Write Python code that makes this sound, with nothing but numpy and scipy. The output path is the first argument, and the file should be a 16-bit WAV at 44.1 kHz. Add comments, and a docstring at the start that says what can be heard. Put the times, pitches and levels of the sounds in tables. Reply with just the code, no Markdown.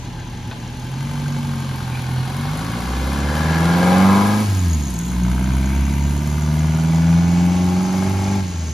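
"""A suburban street, a stereo microphone pair 28 m from the foot of a driveway. An old air-cooled
flat-four car idles there, pulls away, passes at 13 m, shifts up, pulls again and lifts off, 38 m away
by the end. Each firing thumps in the silencer, barks in the pipes and rattles the engine; the cooling
fan hisses, and the tailpipes chirp whenever the throttle closes. The street rumbles low underneath."""
import sys
import numpy as np
from scipy import signal
from scipy.fft import rfft, irfft
from scipy.io import wavfile
from scipy.ndimage import uniform_filter1d

SR = 44100
rng = np.random.default_rng(int(sys.argv[2]) if len(sys.argv) > 2 else 0)


def wrap_up_sound(samples):
    """Save the sound to the file named by the first command line argument, as 16-bit audio."""
    columns = np.atleast_2d(samples).T
    # keep every value between -1 and 1, then stretch to whole-number steps
    tamed = np.clip(columns, -1, 1)
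    steps = np.round(tamed * 32767).astype(np.int16)
    wavfile.write(sys.argv[1], SR, steps)


N = 384984
TIME = np.arange(N) / SR

# The exhaust's tones, 1 to 6 times the firing rate. Each row: a level law, as engine_level reads it.
TONE_LAWS = [(15, 0.5, -6.5, 13), (-4, 6.5, 22.5, 1.5), (-1.5, -5, 13, 3), (-9, 21, 17.5, 3.5),
             (-6.5, 8, 18.5, -1), (-18.5, -13.5, -42, -6)]
# What the exhaust passes. Each row: frequency in Hz, gain in dB from the side, gain in dB from behind.
EXHAUST_RESPONSE = [(39.3, -59, -51), (48.3, -52, -56), (55, -47, -36.5), (78.3, -31, -43.5),
                    (106, -34, -28), (133.4, -29.5, -33), (161, -34, -23.5), (157, -36.5, -23),
                    (198.7, -37, -23), (221.7, -32.5, -32.5), (232.7, -25.5, -41.5), (248.4, -40.5, -26.5),
                    (280, -34, -27), (321, -45.5, -45), (401, -52, -40), (525, -81, -58)]
# One tone swells or fades. 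Each row: centre and half length in seconds, multiple of the firing rate,
# change in dB.
TONE_SWELLS = [(1.298, 0.5, 3, 2.5), (1.36, 0.42, 5, 5), (2.244, .12, 3, 3), (2.426, 0.09, 5, 3),
               (3.158, 0.3, 2, -13), (3.43, 0.19, 3, -13), (3.74, 0.25, 1, -8), (4.5, 0.035, 1, 4.5),
               (4.605, 0.081, 4, -7), (4.64, .18, 5, -4), (4.696, 0.045, 2, -5), (5.028, 0.097, 1, -11),
               (5.204, 0.2, 3, 2), (5.447, 0.26, 2, 3.5), (5.694, 0.13, 5, 4), (7.073, 0.12, 2, 5),
               (7.105, 0.19, 4, -15), (7.87, 0.11, 1, -15), (8.165, 0.15, 2, -6), (8.502, 0.057, 1, -7),
               (8.603, 0.16, 4, -22), (8.645, 0.1, 2, -21), (8.67, 0.078, 3, -6)]
WAVER_DB, BURBLE_DB = 1.5, 2.2  # each tone wavers; the overtones flutter with the throttle shut

def exhaust_note(turn, speed):
    """Multiples of the firing rate leave the tailpipes as tones that swell through each resonance."""
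    out = 0
    for order, law in enumerate(TONE_LAWS, 1):
        side, rear = (at_hz(view, order * speed) for view in side_and_rear(EXHAUST_RESPONSE))
        swells_db = sum(db * bell(s, half_s) for s, half_s, multiple, db in TONE_SWELLS
                        if round(multiple) == order)
        db = engine_level(law, speed) + facing(side, rear) + swells_db + WAVER_DB * drift(4.6)
        if order > 1:
            db += BURBLE_DB * (1 - pulling()) * drift(16)
        out += np.sqrt(2) * from_db(db) * np.sin(2 * np.pi * order * turn)
    return out

# The cylinders in firing order. Each row: strength in dB, lateness in firings.
CYLINDERS = [(-5, 0.018), (-3.5, 0.075), (-2.5, -0.015), (-5, 0.02)]

def firings(turn, uneven, scatter_db, jitter, cylinders=CYLINDERS):
    """One click per firing; the cylinders differ in strength and timing, and no two firings match."""
    count = np.arange(1, int(turn[-1]) - 1)
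    strength_db, late = uneven * np.array(cylinders)[count % len(cylinders)].T
    chance = rng.standard_normal((len(count), 2))
    at = np.searchsorted(turn, count + late + jitter * chance[:, 0])
    clicks = np.zeros(N)
    clicks[np.minimum(at, N - 1)] = from_db(strength_db + scatter_db * chance[:, 1])
    return clicks

# The silencer's resonances. Each row: pitch and width in Hz, gain in dB from the side and from behind.
SILENCER_MODES = [(137.8, 96, -1, 3), (183.6, 41.5, 2, 6), (232, 25, -1, -1.5), (296, 80, -3, -1),
                  (346, 79, -3.5, -9.5)]

def silencer(turn):
    """Uneven firings ring the silencer and fill the gaps between the tones."""
    thumps = firings(turn, uneven=1, scatter_db=.8, jitter=.008)
    flow = rush(turn, repeat=.88 + .12 * throttle())
    gas = from_db(-5) * even(band(thumps, 70, 330)) + even(band(flow, 100, 380))
    return even(band(radiate(gas, SILENCER_MODES), 85, 610))

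# The pipes' resonances. Each row: pitch and width in Hz, gain in dB from the side and from behind.
PIPE_MODES = [(353, 56, -2.5, 3), (536, 51, 5, -12), (651, 87, -3.5, 8), (785, 236, -4, 0),
              (973, 70, -6.5, -0.5), (1400, 120, -14, -29)]

def bark(turn):
    """Each firing sends a jet of gas down the pipes; the bark dies away when the throttle shuts."""
    fronts = firings(turn, uneven=.5, scatter_db=1, jitter=.005)
    jets = rush(turn, repeat=.25 + .45 * throttle()) * (puffs(fronts, decay_s=.0009) + .4)
    gas = .7 * even(band(fronts, 450, 1300)) + even(band(jets, 400, 1700))
    return pulling() * radiate(gas, PIPE_MODES)

# Each cylinder's run of pipe to the silencer. Each row: strength in dB, lateness in firings.
PIPE_RUNS = [(-2.5, 0.00083), (3.5, 0.011), (0.5, 0.028), (1.5, 0.03)]

def pressure_fronts(turn):
    """Steep pressure fronts in the pipes repeat almost exactly."""
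    return firings(turn, uneven=1, scatter_db=1, jitter=.005, cylinders=PIPE_RUNS)

# The tailpipes' resonances. Each row: pitch and width in Hz, gain in dB from the side and from behind.
TAILPIPE_MODES = [(794, 63, 2, 6.5), (896, 160, -3, -16.5), (979, 51, -11.5, -7)]

def growl(turn):
    """Clean overtones of the fronts climb through the tailpipe resonances."""
    return pulling() * radiate(band(pressure_fronts(turn), 810, 1450), TAILPIPE_MODES)

# Snarls under load. Each row: centre and half length in seconds, pitch and width in Hz, level in dB.
SNARLS = [(3.35, 0.3, 516, 44, -37.5), (3.88, 0.19, 545, 40, -26), (3.94, .12, 790, 53, -25.5),
          (4.22, 0.14, 820, 81, -38), (4.19, 0.16, 1000, 36, -27), (4.12, 0.13, 1062, 44, -25),
          (4.09, 0.24, 1240, 90, -27.5), (4.05, 0.13, 1340, 80, -30), (5.4, 0.31, 1310, 170, -44.5),
          (7.98, 0.33, 1160, 340, -38.5)]

def snarls(turn):
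    """Single pipe resonances, driven by the fronts, swell and fade."""
    fronts, out = pressure_fronts(turn), 0
    for s, half_s, hz, width, db in SNARLS:
        ring = resonate(band(fronts, hz - width, hz + width), [(hz, width, 0)])
        out += from_db(db) * bell(s, half_s) * even(ring)
    return out

# The crack of the exhaust pulses. Each row: frequency in Hz, gain in dB.
RASP_SPECTRUM = [(450, -45), (640, 1.5), (1000, 11), (1180, 0.5), (1400, 4), (1680, 5), (1840, -32),
                 (2020, 4), (2350, -4), (2600, -7.5), (3000, -1.5), (3600, -16), (5500, -38), (9000, -47)]

def rasp(turn):
    """Each front leaves the tailpipes with a short crack."""
    fronts = firings(turn, uneven=.45, scatter_db=.6, jitter=.006)
    cracks = rush(turn, repeat=.55) * puffs(fronts, decay_s=.001)
    return pulling() * even(colour(cracks, RASP_SPECTRUM))

# The engine's clatter. Each row: frequency in Hz, gain in dB from the side and from behind.
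CLATTER_SPECTRUM = [(100, -30, -45), (400, -9, -35), (824, 3, -24), (1080, 6.5, 11.5), (1360, 2, 5),
                    (1665, 6, -2.5), (1890, -13.5, 2.5), (2180, 2, 10), (2285, -6, 12), (2950, -13, -7),
                    (3090, -4.5, -4), (3100, -9.5, -6), (4340, -11.5, -7), (6200, -44, -45)]

def clatter(turn):
    """Combustion and valves rattle the finned engine, more regularly under load."""
    clicks = firings(turn, uneven=.5, scatter_db=1, jitter=.012)
    steady = 2.2 - 1.9 * from_behind()  # single firings stand out more from behind
    rattle = rush(turn, repeat=.15 + .35 * throttle()) * (puffs(clicks, decay_s=.0016) + steady)
    side, rear = (even(colour(rattle, view)) for view in side_and_rear(CLATTER_SPECTRUM))
    return even(facing(side, rear))

# The shroud's resonances. Each row: pitch and width in Hz, gain in dB.
SHROUD_MODES = [(840, 126, 2), (1033, 47, 1.5), (1573, 127, -6), (3250, 480, -11), (4180, 470, -10)]

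def shroud(turn):
    """Loose valve gear and fan air keep the sheet-metal shroud ringing."""
    taps = puffs(firings(turn, uneven=.46, scatter_db=4, jitter=.17), decay_s=.0084)
    air = band(rng.standard_normal(N) * (taps + 1), 590, 5400)
    return even(resonate(air, SHROUD_MODES))

# The fan from the side, then the engine lid's colouring. Each row: frequency in Hz, gain in dB.
FAN_SPECTRUM = [(1500, 1.5), (3000, 6), (3600, 4.5), (4150, 5), (4600, 7), (5100, 6), (5700, 4.5),
                (6500, 4.5), (7500, 6.5), (8400, -10.5), (9500, 0), (12000, -25)]
LID_RESPONSE = [(2000, -5.5), (3200, -6.5), (4000, -9), (5000, -7), (5700, -4.5), (6100, 4), (7500, -4.5)]

def fan(turn):
    """The cooling fan hisses; from behind it reaches the microphones through the lid's louvres."""
    side = hiss(turn, FAN_SPECTRUM, steady=5, flicker_db=1)
    return facing(side, colour(side, LID_RESPONSE))

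# The tailpipes' fine spit. Each row: frequency in Hz, gain in dB.
SPIT_SPECTRUM = [(6000, -19), (8000, 3.5), (10000, 5.5), (12000, 0.5), (14000, 0.5), (15600, -7.5)]

def fine_spit(turn):
    """Gas leaves the tailpipes with a high, throbbing hiss."""
    return hiss(turn, SPIT_SPECTRUM, steady=2.35, flicker_db=1.5)

CHIRP_HZ, CHIRP_RISE_HZ = 6490, 786  # pitch with the throttle shut; rise at full throttle
FLOW_LAG_S, CHOKE_DB = .057, -22  # as the throttle closes, lingering gas flow chokes the whistle

def chirps(turn):
    """Each puff whistles briefly near 6.5 kHz in the perforated tailpipes, higher when more gas flows."""
    hz = CHIRP_HZ + CHIRP_RISE_HZ * throttle() + 150 * drift(305)
    phase = 2 * np.pi * np.cumsum(hz) / SR
    whistle = np.sin(phase) + from_db(-11.5) * np.sin(3.8 * phase)  # the second sine is above the cutoff
    clicks = firings(turn, uneven=.21, scatter_db=6, jitter=.068)
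    lingering_flow = np.clip(np.interp(TIME - FLOW_LAG_S, TIME, throttle()) - throttle(), 0, 1)
    return from_db(CHOKE_DB * lingering_flow) * even(whistle * puffs(clicks, decay_s=.00099))

# The loudest chirps, during the shift. Each row: start in seconds, peak level in dB, pitch in Hz.
LOUD_CHIRPS = [(4.614, -28, 6900), (4.698, -24.5, 6630), (4.711, -25, 6760), (4.736, -27, 6720),
               (4.748, -24, 6760), (4.802, -32, 6530), (4.836, -25, 6800), (4.857, -28, 6790),
               (4.873, -29, 6750), (4.889, -28, 6250), (4.941, -36, 6860), (4.956, -29, 6850),
               (4.989, -25, 7000), (5.012, -29, 6870), (5.047, -32, 6780), (5.063, -38, 6640),
               (5.080, -37, 7000), (5.111, -33, 6670), (5.128, -31, 6820)]

def loud_chirps(rise_s=.001, size=1200):
    """Single strong puffs in the tailpipes: a whistle that swells quickly and dies."""
    t, out = TIME[:size], np.zeros(N)
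    swell = t / rise_s * np.exp(1 - t / rise_s)
    for s, db, hz in LOUD_CHIRPS:
        start = int(s * SR)
        out[start:start + size] += from_db(db) * swell * np.sin(2 * np.pi * hz * t)
    return out

# Sharp spits from the tailpipes. Each row: start in seconds, level in dB.
CLUTCH_SPITS = [(4.905, -26), (4.922, -46), (4.940, -27), (4.989, -21), (5.011, -36), (5.063, -31),
                (5.080, -28)]
# Their ring. Each row: pitch and width in Hz, gain in dB.
SPIT_MODES = [(7500, 500, 4), (11900, 2600, -12)]

def clutch_spits():
    """The tailpipes spit as the clutch takes up."""
    return bursts(CLUTCH_SPITS, SPIT_MODES, decay_s=.0028)

# A loose panel. Each row: start in seconds, level in dB.
PANEL_KNOCKS = [(0.513, -28.5)]
# Its resonances. Each row: pitch and width in Hz, gain in dB.
PANEL_MODES = [(645, 200, 0), (1470, 240, -2), (2470, 460, -9), (3800, 1100, -13)]

def panel_knock():
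    """A loose panel knocks once while the car idles."""
    return bursts(PANEL_KNOCKS, PANEL_MODES, decay_s=.015)

# Brief bands of noise. Each row: centre and half length in seconds, pitch and width in Hz, level in dB.
BRIEF_NOISES = [(0.203, 0.022, 1590, 50, -43), (1.955, 0.039, 2400, 130, -38.5),
                (3.525, 0.29, 1655, 70, -31.5), (4.1, 0.18, 2140, 110, -43), (5.797, 0.2, 2260, 260, -40.5),
                (7.447, 0.13, 2640, 69.5, -52), (8.051, 0.092, 2220, 40, -46), (8.32, 0.096, 2184, 30, -43),
                (2.652, 0.37, 1080, 300, -38), (8.7, 0.14, 6400, 550, -40.5)]

def brief_noises():
    """Brief squeaks, rings and rattles, and a swell of hiss at the end."""
    return sum(from_db(db) * bell(s, half_s) * ringing_noise([(hz, width, 0)])
               for s, half_s, hz, width, db in BRIEF_NOISES)

# Idle, clutch bite, first gear, shift, second, lift-off. Each row: time in seconds, firings a second.
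ENGINE_SPEED = [(0, 40.3), (.55, 39.6), (.85, 42), (1.13, 48), (1.5, 46.8), (1.88, 41.9), (2.27, 43),
                (2.45, 47.8), (2.6, 53.4), (3.35, 75.4), (3.8, 88), (4.42, 106.6), (4.57, 94), (4.85, 69.3),
                (4.99, 55), (5.1, 61.8), (5.22, 59.6), (5.35, 62.4), (5.85, 68.5), (6.6, 77.2), (7.4, 87.4),
                (8.38, 98.8), (8.5, 88.5), (8.73, 76)]

def engine_motion():
    """The firing rate, and the running count of firings (turn), which wanders slightly."""
    speed = in_time(ENGINE_SPEED)[0]
    return speed, np.cumsum(speed * (1 + .003 * drift(10))) / SR

# The driver's foot. Each row: time in seconds, throttle opening from 0 to 1.
THROTTLE = [(0, 0.03), (.78, 0), (1.1, 0.37), (1.95, 0.3), (2.35, 0.34), (3.0, 0.49), (3.9, 0.93),
            (4.17, 0.93), (4.42, 0.7), (4.455, 0.37), (4.95, 0), (5.35, 0.38), (6.2, 0.38), (7.1, 0.72),
            (8.37, 0.78), (8.44, 0.33)]

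def throttle():
    """How far the throttle is open."""
    return np.clip(in_time(THROTTLE)[0], 0, 1)

def pulling():
    """Strength of the exhaust pulses: small with the throttle shut, 1 once the engine pulls."""
    return np.clip(.04 + throttle() / .56, 0, 1)

# The car's path. Each row: time in seconds, metres from the microphones, view from 0 (side) to 1 (tail).
CAR_PATH = [(0, 27.9, 0.49), (2.5, 14.7, 0.017), (3.9, 12.8, 0.13), (4.45, 17.3, 0.18), (5.0, 14.8, 0.52),
            (5.7, 16.95, 0.62), (8.35, 29.5, 0.55), (8.73, 38, 0.45)]

def from_behind():
    """Share of the sound that leaves the tail of the car rather than its flank."""
    return np.clip(in_time(CAR_PATH)[1], 0, 1)

# Bodywork, road and house fronts. Each row: delay in seconds, its slide in seconds a second, gain in dB.
REFLECTIONS = [(.0024, .00016, -10), (.0062, -.0003, -10), (.021, .0007, -17)]

def echoes(x):
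    """A few reflections blur the pulses; their delays slide as the car moves."""
    bright = band(x, 500, 12200)
    return x + sum(from_db(db) * np.interp(TIME - delay - slide * TIME, TIME, bright, left=0)
                   for delay, slide, db in REFLECTIONS)

# The street around the microphones. Each row: frequency in Hz, gain in dB.
STREET_SPECTRUM = [(20, -26), (40, -1.5), (80, 9.5), (160, 4.5), (400, -7), (1000, -17), (3000, -18.5),
                   (10000, -47)]

def street():
    """A steady low rumble lies behind the car."""
    return from_db(-34) * rms_one(colour(rng.standard_normal(N), STREET_SPECTRUM))

# The microphone pair. Each row: frequency in Hz, likeness of left and right from 0 to 1.
PAIR_LIKENESS = [(60, .998), (150, .985), (300, .94), (550, .93), (1000, .7), (2000, .7), (4000, .74),
                 (8000, .88), (14000, .86)]
# Each row: frequency in Hz, level of left over right in dB.
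PAIR_BALANCE = [(100, -.4), (280, -.4), (550, 1.4), (2000, 2.3), (4500, 1.5), (8000, 0)]
# Each row: frequency in Hz, lead of the left port in radians.
PORT_PHASE = [(600, 0), (1500, .15), (3000, .35), (5000, .3), (6400, -.7), (7600, -2.7), (8250, -3.14),
              (9000, -3.7), (10800, -5.9), (12300, -6.6), (13900, -9.0), (15300, -9.6)]

def microphones(x, size=6000):
    """Scatter from houses and trees makes the sides differ; the ports turn the treble's phase apart."""
    scatter = rng.standard_normal(size) * np.hanning(size) * np.exp(-4 * np.arange(size) / size)
    direct = rfft(x)
    scattered = direct * np.exp(1j * np.angle(rfft(scatter, N)))
    alike = np.clip(per_bin(PAIR_LIKENESS), 0, 1)
    side = scattered * np.sqrt((1 - alike) / (1 + alike))
    lean = from_db(per_bin(PAIR_BALANCE) / 2) * np.exp(.5j * per_bin(PORT_PHASE))
    return irfft(np.array([(direct + side) * lean, (direct - side) / lean]), N)

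def puffs(clicks, decay_s):
    """Each click opens a puff of gas that swells quickly and dies; rms 1."""
    r = np.exp(-1 / (decay_s * SR))
    return even(signal.lfilter([1], [1, -2 * r, r * r], clicks + 1e-18))

def rush(turn, repeat, size=1600):
    """Turbulence; the share that repeats with each cycle of four firings makes dense overtones."""
    pattern = rms_one(irfft(np.exp(2j * np.pi * rng.random(size // 2 + 1))))
    cycle = np.interp(turn / len(CYLINDERS) % 1 * size, np.arange(size), pattern)
    repeat = np.clip(repeat, 0, 1)
    return np.sqrt(repeat) * cycle + np.sqrt(1 - repeat) * rng.standard_normal(N)

def hiss(turn, spectrum, steady, flicker_db):
    """Rushing air that flickers and throbs with the firings."""
    throb = puffs(firings(turn, uneven=.6, scatter_db=7, jitter=.03), decay_s=.0014) + steady
    air = rng.standard_normal(N) * throb * from_db(flicker_db * drift(5))
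    return even(colour(air, spectrum))

def bursts(events, modes, decay_s):
    """Ringing noise that starts sharply and dies away at each event."""
    level = sum(from_db(db) * (TIME >= s) * np.exp(-np.abs(TIME - s) / decay_s) for s, db in events)
    return level * ringing_noise(modes)

def ringing_noise(modes):
    return rms_one(resonate(rng.standard_normal(N), modes))

def radiate(x, modes):
    """Resonances whose strengths change as the car turns its tail to the microphones."""
    hz, width, side_db, rear_db = np.transpose(modes)
    side, rear = (even(resonate(x, zip(hz, width, db))) for db in (side_db, rear_db))
    return even(facing(side, rear))

def facing(side, rear):
    """The blend of flank and tail that faces the microphones."""
    return side + from_behind() * (rear - side)

def side_and_rear(rows):
    return np.array(rows)[:, [0, 1]], np.array(rows)[:, [0, 2]]

def resonate(x, modes):
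    """Parallel resonances with alternating signs."""
    out = 0
    for k, (hz, width, db) in enumerate(modes):
        r = np.exp(-np.pi * width / SR)
        gain = (1 - r * r) / 2 * from_db(db) * (-1) ** k
        feedback = [1, -2 * r * np.cos(2 * np.pi * hz / SR), r * r]
        out += signal.lfilter([gain, 0, -gain], feedback, x + 1e-18)
    return out

def band(x, low_hz, high_hz):
    return signal.sosfilt(signal.butter(2, [low_hz, high_hz], "band", fs=SR, output="sos"), x)

def colour(x, spectrum):
    return irfft(rfft(x) * from_db(per_bin(spectrum)), N)

def drift(rate_hz):
    """Smooth random wander; rms 1."""
    hz = np.fft.rfftfreq(N, 1 / SR)
    return rms_one(irfft(rfft(rng.standard_normal(N)) / (1 + (hz / rate_hz) ** 4), N))

def even(x, size=6000):
    """Holds the slow level at rms 1 and keeps the pulses."""
    return x / np.sqrt(uniform_filter1d(uniform_filter1d(x ** 2, size), size) + 1e-12)

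def bell(centre_s, half_s):
    return np.exp(-((TIME - centre_s) / half_s) ** 2)

def in_time(rows):
    """Each column after the time as a curve over all samples."""
    s, *columns = np.transpose(rows)
    return [np.interp(TIME, s, column) for column in columns]

def at_hz(points, hz):
    """A table over frequency, read on a log axis."""
    table_hz, value = np.transpose(points)
    return np.interp(np.log(hz), np.log(table_hz), value)

def per_bin(points):
    return at_hz(points, np.fft.rfftfreq(N, 1 / SR) + 1)

def from_db(db):
    return 10 ** (np.asarray(db) / 20)

def rms_one(x):
    return x / np.sqrt(np.mean(x ** 2) + 1e-20)

def engine_level(law, speed, cruise_rate=70):
    """A law gives dB with the throttle shut, then dB added per doubling, by full throttle, from behind."""
    shut_db, doubling_db, open_db, behind_db = law
    doublings = np.log2(speed / cruise_rate)
    return shut_db + doubling_db * doublings + open_db * throttle() + behind_db * from_behind()

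# The level law of each part, with the car at the reference distance from the microphones.
REFERENCE_M = 15
SILENCER_LAW, BARK_LAW = (-34.5, 1, 9.5, 7.5), (-45.5, 3, 19.5, -3.5)
GROWL_LAW, RASP_LAW = (-54, 11, 18.5, 6), (-45.5, -7, 4, 13)
CLATTER_LAW, SHROUD_LAW = (-43, 1, 18.5, -10.5), (-43, -5, 5, -.5)
FAN_LAW, SPIT_LAW, CHIRP_LAW = (-39, 5.5, 2.5, -.9), (-42.5, 1, 6, -10.5), (-44, 15.5, -17, 9.5)
# The fan's hiss and the fine spit swell and sink. Each row: time in seconds, gain of each in dB.
TREBLE_SWELLS = [(0, 2, -4), (1.2, 2.5, -1.5), (2.8, -1, -3.5), (3.7, -0.5, -3), (4.5, 0.5, 3.5),
                 (5.3, -1.5, 2.5), (6.2, 1, 4.5), (7.2, 3.5, 0.5), (8.1, 5.5, 4.5), (8.73, 5.5, -2.5)]

def scene():
    """Speed, throttle, view and distance set the running car's level; single events keep their own."""
    speed, turn = engine_motion()
    fan_db, spit_db = in_time(TREBLE_SWELLS)
    parts = [(SILENCER_LAW, silencer(turn)),
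             (BARK_LAW, bark(turn)),
             (GROWL_LAW, growl(turn)),
             (RASP_LAW, rasp(turn)),
             (CLATTER_LAW, clatter(turn)),
             (SHROUD_LAW, shroud(turn)),
             (FAN_LAW, from_db(fan_db) * fan(turn)),
             (SPIT_LAW, from_db(spit_db) * fine_spit(turn)),
             (CHIRP_LAW, chirps(turn))]
    car = exhaust_note(turn, speed)
    car += sum(from_db(engine_level(law, speed)) * sound for law, sound in parts)
    distance_m = in_time(CAR_PATH)[0]
    car = echoes(car) * REFERENCE_M / distance_m
    events = clutch_spits() + panel_knock() + loud_chirps() + brief_noises() + snarls(turn)
    return microphones(car + events + street())

def record(dry):
    """Both channels are cut steeply above 15.7 kHz."""
    return signal.sosfiltfilt(signal.ellip(10, .1, 70, 15700, fs=SR, output="sos"), dry)

dry = scene()
out = record(dry)
wrap_up_sound(out)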